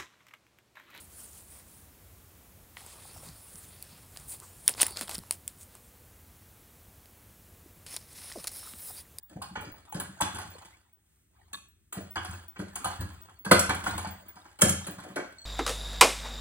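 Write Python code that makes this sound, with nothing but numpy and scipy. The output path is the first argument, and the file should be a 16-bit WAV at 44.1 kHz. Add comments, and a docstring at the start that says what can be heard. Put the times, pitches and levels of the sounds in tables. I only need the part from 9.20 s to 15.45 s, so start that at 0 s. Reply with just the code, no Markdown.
"""In a hard-walled garage a long wrench strains steel pipe fittings clamped to a workbench.
Each slip knocks and rattles the steel: noise under a crack and a lumpy fade, and steel modes rung by it.
The bench thuds from pushes and rough force on its modes; snaps, pings, chinks and a clink are dying sines.
The strain makes patchy scraping, rumble and small ticks, over hiss; sparse taps give the room's tail,
and a phone with two microphones listens."""
import sys
import numpy as np
from scipy import signal
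from scipy.fft import rfft, irfft
from scipy.io import wavfile
from scipy.ndimage import uniform_filter1d

SR = 44100
rng = np.random.default_rng(int(sys.argv[2]) if len(sys.argv) > 2 else 0)


def dump(signal):
    """Clip the signal to [-1, 1] and save it as 16-bit WAV at the path in sys.argv[1]."""
    limited = np.clip(np.atleast_2d(signal).T, -1, 1)
    pcm = np.round(limited * 32767).astype(np.int16)
    wavfile.write(sys.argv[1], SR, pcm)


def ratio(d):
    """dB to gain"""
    e = np.asarray(d, float) / 20
    return 10 ** e


N = 275756  # length in samples


def evened(x):
    """Scales to rms 1."""
    return x / np.sqrt(np.mean(x ** 2) + 1e-20)


def read(points, hz):
    """Joins points on a log-frequency axis."""
    f, value = np.transpose(points)
    return np.interp(np.log(hz + 1), np.log(f + 1), value)


def add(mix, s, sound):
    """Mixes a sound in at time s, cut off at the end of the mix."""
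    part = mix[..., round(s * SR):][..., :sound.shape[-1]]
    part += sound[..., :part.shape[-1]]


def coloured(x, points):
    """Gives x a spectrum."""
    gain = ratio(read(points, np.fft.rfftfreq(x.shape[-1], 1 / SR)))
    return irfft(rfft(x) * gain, x.shape[-1])


def smoothed(x, size):
    """Runs a moving average twice along the last axis."""
    return uniform_filter1d(uniform_filter1d(x, size), size)


def ring(modes, seconds):
    """The sum of dying sines; modes are (f/Hz, level/dB, t60/s)."""
    t = np.arange(round(seconds * SR)) / SR
    return sum(ratio(db - 60 * t / t60) * np.sin(2 * np.pi * hz * t) for hz, db, t60 in modes)


# spectrum of the chatter: [f/Hz, relative level/dB per Hz]
CHATTER_COLOUR = [(120, -29), (200, 2.5), (323, -35.5), (513, -9), (728, -4), (1050, -4.5), (1130, -9.5),
                  (1550, -10), (4450, -27), (5450, -30.5), (5980, -22), (10600, -18), (11600, -34.5),
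                  (15600, -27.5), (16500, -54)]
# the strength, body, edge and rattle bands of a knock: [low f/Hz, high f/Hz]
BAND_EDGES = [(700, 2500), (300, 700), (2500, 6000), (6000, 20000)]


def chatter():
    """Unit drive in four bands, and the uneven pressure with which loose parts touch again and again."""
    impacts = rng.standard_normal(N) * ratio(2.0 * np.minimum(rng.exponential(1, N), 4))
    plain = coloured(impacts, CHATTER_COLOUR)
    bands = [signal.butter(2, edge, "band", fs=SR, output="sos") for edge in BAND_EDGES]
    drives = [evened(signal.sosfilt(band, plain)) for band in bands]
    lumps = smoothed(rng.standard_normal((5, N)), 250)
    touch = ratio(3.5 * evened(lumps[:4] + .8 * lumps[4]))  # the fifth lump is common to all bands
    return drives, evened(impacts), bands, evened(touch)


# slips: [t/s, strength level/dB in 0.7-2.5 kHz, body level/dB over it in 0.3-0.7 kHz,
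# rattle level/dB over it above 6 kHz, chatter t60/s before the band's own factor]
KNOCKS = [(0.096, -54.5, 3, -7.5, 0.19), (0.162, -55.5, 14, -28, 0.066), (0.219, -32.5, -13, -8.5, 0.086),
          (0.354, -32.5, -9, -27, 0.14), (0.409, -47, -1, -7, 0.34), (0.723, -45, -3, -0.5, 0.075),
          (0.744, -38.5, -1.5, -9, 0.26), (0.799, -28.5, -9, -5.5, 0.045), (1.008, -21, -16.5, -7.5, 0.094),
          (1.059, -39.5, -12, -29, 0.14), (1.146, -40.5, -8, -4, 0.27), (1.185, -33.5, -10.5, -10, 0.088),
          (2.331, -37.5, -3.5, -1, 0.027), (2.725, -40.5, -10.5, -2, 0.3), (2.768, -47, 8.5, -12, 0.14),
          (2.957, -26, -13.5, -20, 0.092), (3.047, -32.5, -13, -10.5, 0.075), (3.109, -46, -8, -2.5, 0.18),
          (3.357, -46, -5.5, -41, 0.12), (3.39, -40, 3, -10.5, 0.15), (3.556, -34.5, -15.5, 0, 0.067),
          (3.644, -28, -21, -7.5, 0.14), (3.7, -45, -23, -24, 0.11), (3.807, -37.5, -2.5, -9, 0.12),
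          (3.901, -43, -12, -16, 0.035), (4.084, -45, -12, -54, 0.056), (4.248, -35, -4, -10, 0.31),
          (4.313, -3.5, 0.5, -12, 0.053), (4.393, -35, -7, 11, 0.12), (4.494, -19, -5.5, -15, 0.083),
          (4.547, -28.5, -18.5, -8.5, 0.029), (4.661, -25, -10.5, -22.5, 0.069),
          (4.778, -30, -8, -6.5, 0.092), (4.847, -30, -24.5, -33, 0.074), (5.156, -49.5, -10, -12.5, 0.17),
          (5.249, -48.5, -7.5, -29.5, 0.11), (5.389, -40.5, -3.5, -8, 0.15), (5.411, -30, 0, 0.5, 0.073),
          (5.418, -17, 0, 2.5, 0.087), (5.483, -28, -14, -1, 0.025), (5.493, -34.5, 5, 9.5, 0.058),
          (5.667, -37.5, 2.5, -4, 0.11), (5.783, -39, -22, -22, .08), (5.841, -51.5, 4.5, -27, 0.35),
          (5.959, -27.5, 2, -15, 0.13)]
# modes of pipe, wrench and vice: [f/Hz, nominal width/Hz, level/dB]
STEEL = [(364, 110, 4), (412.3, 54, -18.5), (478, 55, -1), (637, 55, -4), (809, 20, -10), (849, 50, 6),
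         (1051, 35, 2.5), (1211, 31, -3.5), (1400, 50, -2), (1596, 46, 4), (1720, 55, -4), (1941, 26, -7),
         (2354, 60, -2.5), (2672, 58, -6), (3012, 30, -2.5), (3347, 23, 1.5), (3556, 61, -9.5),
         (4470, 29, -4), (4893, 53, -6.5), (5094, 69, -9.5), (6900, 53, -3), (7680, 56, 4.5),
         (8350, 61, -1), (8290, 50, -21), (8760, 70, -0.5), (9000, 180, 0), (10564, 17, -3.5)]
# how each band answers: [rise/s, crack level/dB over the chatter, crack t60/s,
# ring level/dB over the force, factor on the chatter t60]
BANDS = [(0.0046, -12, 0.018, 0, 1.108), (0.011, -7.5, 0.039, 1, 1.25), (0.0035, 4, 0.016, -3, 0.88),
         (0.0025, 6.5, 0.031, -7.5, 0.65)]


def knocks():
    """Each slip is a crack and a dying, lumpy chatter that strikes the steel at its own spot."""
    drives, impacts, bands, touch = chatter()
    t, out = np.arange(SR // 3) / SR, np.zeros(N)
    edge_db, edge_share = -4, 0.4  # 2.5-6 kHz lies under the strength and takes this share of the rattle
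    spread_db, detune, least_hz = 3.5, 0.021, 95  # least_hz: no mode is narrower
    spots = rng.standard_normal((len(KNOCKS), 2, len(STEEL)))
    for (s, db, body_db, rattle_db, t60), (weight, shift) in zip(KNOCKS, spots):
        levels_db = db + np.array([0, body_db, edge_db + edge_share * rattle_db, rattle_db])
        # the spot and the grip of the hand weight and detune the modes
        modes = [(hz * (1 + detune * d), mode_db + spread_db * w, 2.16 / max(width, least_hz))
                 for (hz, width, mode_db), w, d in zip(STEEL, weight, shift)]
        steel = ring(modes, .2)
        start = round(s * SR) - 30
        here = slice(start, start + len(t))
        u = t[:len(impacts[here])]
        for k, (rise_s, crack_db, crack_t60, ring_db, stretch) in enumerate(BANDS):
            smooth = ratio(-60 * u / (t60 * stretch))
            lumpy = touch[k][here] * smooth
            lumpy *= np.linalg.norm(smooth) / np.linalg.norm(lumpy)  # same energy, unevenly spent
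            fall = ratio(crack_db - 60 * u / crack_t60) + lumpy
            force = ratio(levels_db[k]) * fall * (1 - np.exp(-u / rise_s))
            rung = signal.fftconvolve(force * impacts[here], signal.sosfilt(bands[k], steel))
            add(out, start / SR, force * drives[k][here])
            add(out, start / SR, ratio(ring_db) * np.linalg.norm(force) * rung / np.linalg.norm(rung))
    return out


# short pitched snaps within some knocks: [t/s, level/dB before the soft onset, f/Hz]
SNAPS = [(0.217, -30, 1070), (0.36, -27, 878), (0.726, -27, 848), (1.005, -19.5, 950), (2.961, -25, 960),
         (3.645, -23, 1225), (4.312, -13.5, 1027), (4.313, -10.5, 2045), (4.395, -22.5, 5400),
         (4.493, -18, 1050), (4.666, -19.5, 1400), (4.848, -26, 874), (5.421, -12.5, 1380),
         (5.422, -17, 5405)]


def snaps():
    """Single dying sines with a soft onset; higher pitches die sooner."""
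    out = np.zeros(N)
    seconds = (SR // 3) / SR
    rise = 1 - np.exp(-np.arange(SR // 3) / SR / 0.0011)
    for s, db, hz in SNAPS:
        t60 = 0.04 * (1000 / hz) ** 0.4  # 0.04 s at 1 kHz
        add(out, s - .001, rise * ring([(hz, db, t60)], seconds))
    return out


# the long pipe's hum: [f/Hz, level/dB, t60/s]
PIPE = [(637, -74, 1.6)]


def pipe_hum(hits):
    """The long pipe hums on faintly, a slow mode rung by the hits."""
    return signal.oaconvolve(hits, ring(PIPE, 1.5))[:N]


# bench thuds: [t/s, relative top level/dB in 130-300 Hz, legs level/dB over it in 50-130 Hz]
THUDS = [(0.118, -55, -22), (0.155, -34, -12), (0.308, -44.5, -22), (0.373, -40.5, 2), (0.467, -40, -14.5),
         (0.748, -32, -7), (0.888, -43, -20.5), (1.016, -31, -1.5), (1.137, -40, 2.5), (1.248, -46.5, 1),
         (2.336, -59, -19), (2.768, -35.5, -6), (2.967, -40, 4), (3.085, -45, 4), (3.391, -33.5, -7),
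         (3.656, -42, 9), (3.794, -36.5, 7), (3.848, -42, 1.5), (4.264, -32.5, -15), (4.312, -16, -8.5),
         (4.488, -32.5, 5), (4.541, -38, -2.5), (4.672, -34.5, -1.5), (4.748, -37.5, 8), (4.864, -39, -2.5),
         (5.159, -56, -22), (5.429, -19, -9), (5.501, -30.5, -9), (5.681, -35, -30), (5.78, -42, -10),
         (5.9, -43, -26), (5.965, -40.5, -21)]
# bench modes, first two the legs, the rest the top: [f/Hz, level/dB, t60/s before the slow swell]
BENCH = [(76.5, -3.5, 0.062), (88.6, -7, 0.16), (148.4, -4, 0.049), (193.6, 9, 0.045), (245, -10.5, 0.049),
         (295, -2.5, 0.064)]


def thuds():
    """The bench shakes after a knock: a push and a burst of rough force ring its top and its legs."""
    t, (force, blows) = np.arange(SR // 2) / SR, np.zeros((2, 2, N))
    push = np.hanning(round(0.0027 * SR))  # 2.7 ms
    push_db, rough_db = np.array([[-11], [-16]]), -0.5  # push on top and legs; rough force
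    shake = ratio(-60 * t / 0.13) * (1 - np.exp(-t / 0.0065))
    for s, db, legs_db in THUDS:
        both_db = db + np.array([[0], [legs_db]])
        add(force, s - .006, ratio(both_db) * shake)
        add(blows, s, ratio(push_db + both_db) * push)
    soft = signal.butter(2, 420, fs=SR, output="sos")
    bodies = signal.sosfilt(soft, [ring(BENCH[2:], .4), ring(BENCH[:2], .4)])
    bodies *= (1 - np.exp(-t[:bodies.shape[1]] / 0.0054)) ** 2  # the heavy bench is slow to answer
    bodies /= np.linalg.norm(bodies, axis=1, keepdims=True)
    drive = blows + ratio(rough_db) * force * rng.standard_normal((2, N))
    return ratio(3.0) * signal.oaconvolve(drive, bodies, axes=1)[:, :N].sum(0)


def onset():
    """A 0.4 s gain that rises softly with a 1 ms time constant."""
    return 1 - np.exp(-np.arange(round(.4 * SR)) / SR / .001)


# high pings: [t/s, level/dB before the soft onset, f/Hz]
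PINGS = [(0.029, -40, 15600), (0.223, -50, 15600), (0.411, -46, 15400), (0.519, -40, 15670),
         (0.693, -41, 15770), (0.798, -42, 14800), (1.302, -43, 15200), (1.73, -47.5, 15800),
         (2.331, -49, 15500), (2.485, -43.5, 15940), (2.725, -39, 15100), (2.806, -45, 15700),
         (2.907, -33.5, 15800), (3.132, -48, 15600), (3.282, -33, 15800), (3.555, -43, 14900),
         (3.673, -49, 15400), (3.805, -37, 15850), (4.016, -38, 15800), (4.19, -38.5, 15700),
         (4.298, -41, 16000), (4.393, -49, 15000), (4.684, -41, 15700), (4.909, -38, 15400),
         (5.083, -35, 15470), (5.396, -39, 15900), (5.494, -40, 15200), (5.711, -23, 16000)]


def pings():
    """Thin high pings, each a single dying sine."""
    out = np.zeros(N)
    for s, db, hz in PINGS:
        add(out, s, onset() * ring([(hz, db, 0.16)], .4))
    return out


# a small steel piece chinks at the end: [t/s, level/dB over its modes]
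CHINKS = [(6.184, -50), (6.216, -51.5), (6.243, -52)]
# modes of the piece: [f/Hz, level/dB, t60/s]
PIECE = [(4220, -3, 0.09), (4300, -0.5, 0.13), (6050, -11.5, 0.097), (8020, -0.5, 0.075)]


def chinks():
    """A small piece rings with the same modes at every chink."""
    out = np.zeros(N)
    for s, db in CHINKS:
        add(out, s, ratio(db) * onset() * ring(PIECE, .4))
    return out


# a loose fitting is touched: one [t/s, level/dB over its modes], then its modes [f/Hz, level/dB, t60/s]
CLINK = (2.333, -38.5), [(1120, -4, 0.2), (1700, -2.5, 0.1), (3359, -21.5, 0.32), (3630, -7, 0.12),
         (3774, -9.5, 0.13), (4300, -11, 0.13), (4581, -28, 0.2), (5800, -41.5, 0.44), (8650, -36, 0.63)]


def clink():
    """One clink of a loose fitting, its modes wobbling as it rocks on its thread."""
    out = np.zeros(N)
    (s, db), modes = CLINK
    soft = onset()
    wobble = ratio(6.0 * evened(uniform_filter1d(rng.standard_normal(len(soft)), 300)))
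    add(out, s, ratio(db) * soft * wobble * ring(modes, .4))
    return out


# pull on the wrench: [t/s, scrape level/dB, rumble level/dB]
STRAIN = [(0.0, -75.5, -68.5), (0.26, -62, -56), (0.62, -65.5, -59.5), (1.169, -52.5, -57.5),
          (1.45, -58.5, -66), (1.779, -80.5, -69), (2.08, -91.5, -67.5), (2.172, -65, -61.5),
          (2.661, -97.5, -64), (2.8, -71.5, -63.5), (3.15, -51, -59), (3.322, -68.5, -62),
          (3.69, -46.5, -48.5), (4.221, -69.5, -64), (4.44, -60.5, -51.5), (4.7, -39.5, -41.5),
          (5.0, -57, -65), (5.38, -69.5, -62), (5.61, -49, -61.5), (6.25, -66, -65)]
# spectra of scrape and rumble: [f/Hz, relative level/dB per Hz]
SCRAPE = [(150, -34.5), (250, 0), (522, -5.5), (768, 1.5), (1440, -1.5), (2620, -16.5), (4590, -19.5),
          (5470, -62), (6520, -15.5), (9090, -17), (11400, -39), (15700, -9), (16500, -12)]
RUMBLE = [(12, -64), (20, -48.5), (53, -2), (70, -2), (114, -15), (129, -27), (400, -24.5), (520, -66),
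          (880, -120)]


def strain():
    """Patchy scraping, its resonances shifting, and a rumble follow the pull on the wrench."""
    s, scrape_db, rumble_db = np.transpose(STRAIN)
    t = np.arange(N) / SR
    z = signal.stft(coloured(rng.standard_normal((2, N)), SCRAPE), nperseg=512)[2]
    # patches are smooth over pitch and time, jolts move all pitches together
    patches = uniform_filter1d(uniform_filter1d(rng.standard_normal(z.shape[1:]), 4, 0), 5, 1)
    jolts = uniform_filter1d(rng.standard_normal(z.shape[2]), 3)
    z = z * ratio(6.9 * evened(patches) + 2.0 * evened(jolts))
    scrape = evened(signal.istft(z, nperseg=512)[1][:, :N])
    rumble = evened(coloured(rng.standard_normal((2, N)), RUMBLE))
    return scrape * ratio(np.interp(t, s, scrape_db)) + rumble * ratio(np.interp(t, s, rumble_db))


def ticks():
    """Loose parts tap the steel at random, as puffs and rung modes that follow the scrape's level."""
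    s, scrape_db, _ = np.transpose(STRAIN)
    per_s, under_db, t60 = 60, -4, 0.03  # taps/s, dB relative to the scrape, s
    taps = (rng.random(N) < per_s / SR) * ratio(4.6 * np.minimum(rng.exponential(1, N), 3))
    u = np.arange(SR // 10) / SR
    fade = ratio(-60 * u / t60) * (1 - np.exp(-u / .003))
    puffs = coloured(signal.oaconvolve(taps, fade)[:N] * rng.standard_normal(N), CHATTER_COLOUR)
    rung = signal.oaconvolve(taps, ring([(hz, db, t60) for hz, _, db in STEEL], .1))[:N]
    both = evened(evened(puffs) + 0.92 * evened(rung))
    return both * ratio(under_db + np.interp(np.arange(N) / SR, s, scrape_db))


# reverberation of the hard walls: [f/Hz, t60/s]
GARAGE = [(60, 1), (200, 0.31), (700, 0.37), (2000, 0.51), (5000, 0.5), (10000, 0.33), (16000, 0.12)]


def garage(x):
    """Two unrelated tails of sparse taps, each band dying at its own speed."""
    at = np.arange(130, SR - 20, 20)
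    taps = np.zeros((2, SR))
    places = at + rng.integers(0, 20, (2, len(at)))
    np.put_along_axis(taps, places, rng.choice([-1., 1.], (2, len(at))), 1)
    hz, t, z = signal.stft(taps, SR, nperseg=512)
    t60 = read(GARAGE, hz)[:, None]
    tail = signal.istft(z * ratio(-60 * t / t60) / np.sqrt(t60), SR, nperseg=512)[1]
    return signal.fftconvolve(x[None], tail / np.linalg.norm(tail[0]), axes=1)[:, :N]


# spectrum of the hiss: [f/Hz, relative level/dB per Hz]
AIR = [(88, -39), (150, -5), (814, -29.5), (1620, -23.5), (4970, -38.5), (8790, -20.5), (11800, -33.5),
       (15300, -19), (16500, -27.5)]


def air():
    """Steadily coloured noise, a hiss that slowly swells and sinks."""
    hiss = ratio(-74.5) * evened(coloured(rng.standard_normal((2, N)), AIR))
    return hiss * ratio(2.5 * evened(smoothed(rng.standard_normal(N), 6000)))


def scene():
    """Row 0 is what both microphones share, row 1 what differs between them."""
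    struck = knocks() + snaps()
    hits = struck + pipe_hum(struck) + ticks()
    lows = thuds()
    highs = pings() + chinks() + clink()
    wet = garage(ratio(-3.5) * hits + ratio(-6) * lows + ratio(-18) * highs) + strain() + air()
    wet[0] += hits + lows + highs
    return wet


def band_limit(x):
    """A steep low-pass at the top of the band."""
    return signal.sosfilt(signal.butter(12, 17160, fs=SR, output="sos"), x)


# overall colour of the whole sound, with a hole at 11-12 kHz: [f/Hz, level/dB]
OVERALL_COLOUR = [(40, -11), (100, 1.5), (350, -1.5), (800, 0), (1800, 3), (3500, 8), (5500, 9), (9000, 0),
                  (10900, 11.5), (11300, -16), (12200, -8), (12600, 1.5), (15850, -3), (16100, -31)]
# likeness of the ports when both rows are equally loud: [f/Hz, correlation 0-1]
SAME = [(60, 0.9), (200, 0.95), (500, 0.5), (1400, 0.44), (3000, 0.3), (6000, 0.82), (10000, 1), (15000, 1)]
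# phase by which the left port leads: [f/Hz, phase/rad]
LEAD = [(0, 0), (200, 0), (600, -1.17), (1720, -1.14), (2670, 4), (5860, 4), (7750, 4.5), (11100, 11),
        (14000, 14), (16700, 12.5)]
# balance, left over right: [f/Hz, level/dB]
TILT = [(60, 1), (180, 0.5), (550, 1), (1650, -1.5), (4970, 0), (15000, 0.5)]


def record(dry):
    """Overall colour, then two microphone ports, alike by band, apart in phase and balance; soft overload."""
    hz = np.fft.rfftfreq(N, 1 / SR)
    shared, differing = rfft(dry) * ratio(read(OVERALL_COLOUR, hz))
    apart = np.arccos(np.clip(read(SAME, hz), 0, 1)) / 2
    # half the balance and phase goes to each port
    turn = ratio(read(TILT, hz) / 2) * np.exp(.5j * np.interp(hz, *np.transpose(LEAD)))
    left = np.cos(apart) * shared + np.sin(apart) * differing
    right = np.cos(apart) * shared - np.sin(apart) * differing
    ports = irfft(np.array([left * turn, right / turn]), N)
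    mix = 1.156 * np.tanh(ports / 1.254)
    return band_limit(mix)


dry = scene()
out = record(dry)
dump(out)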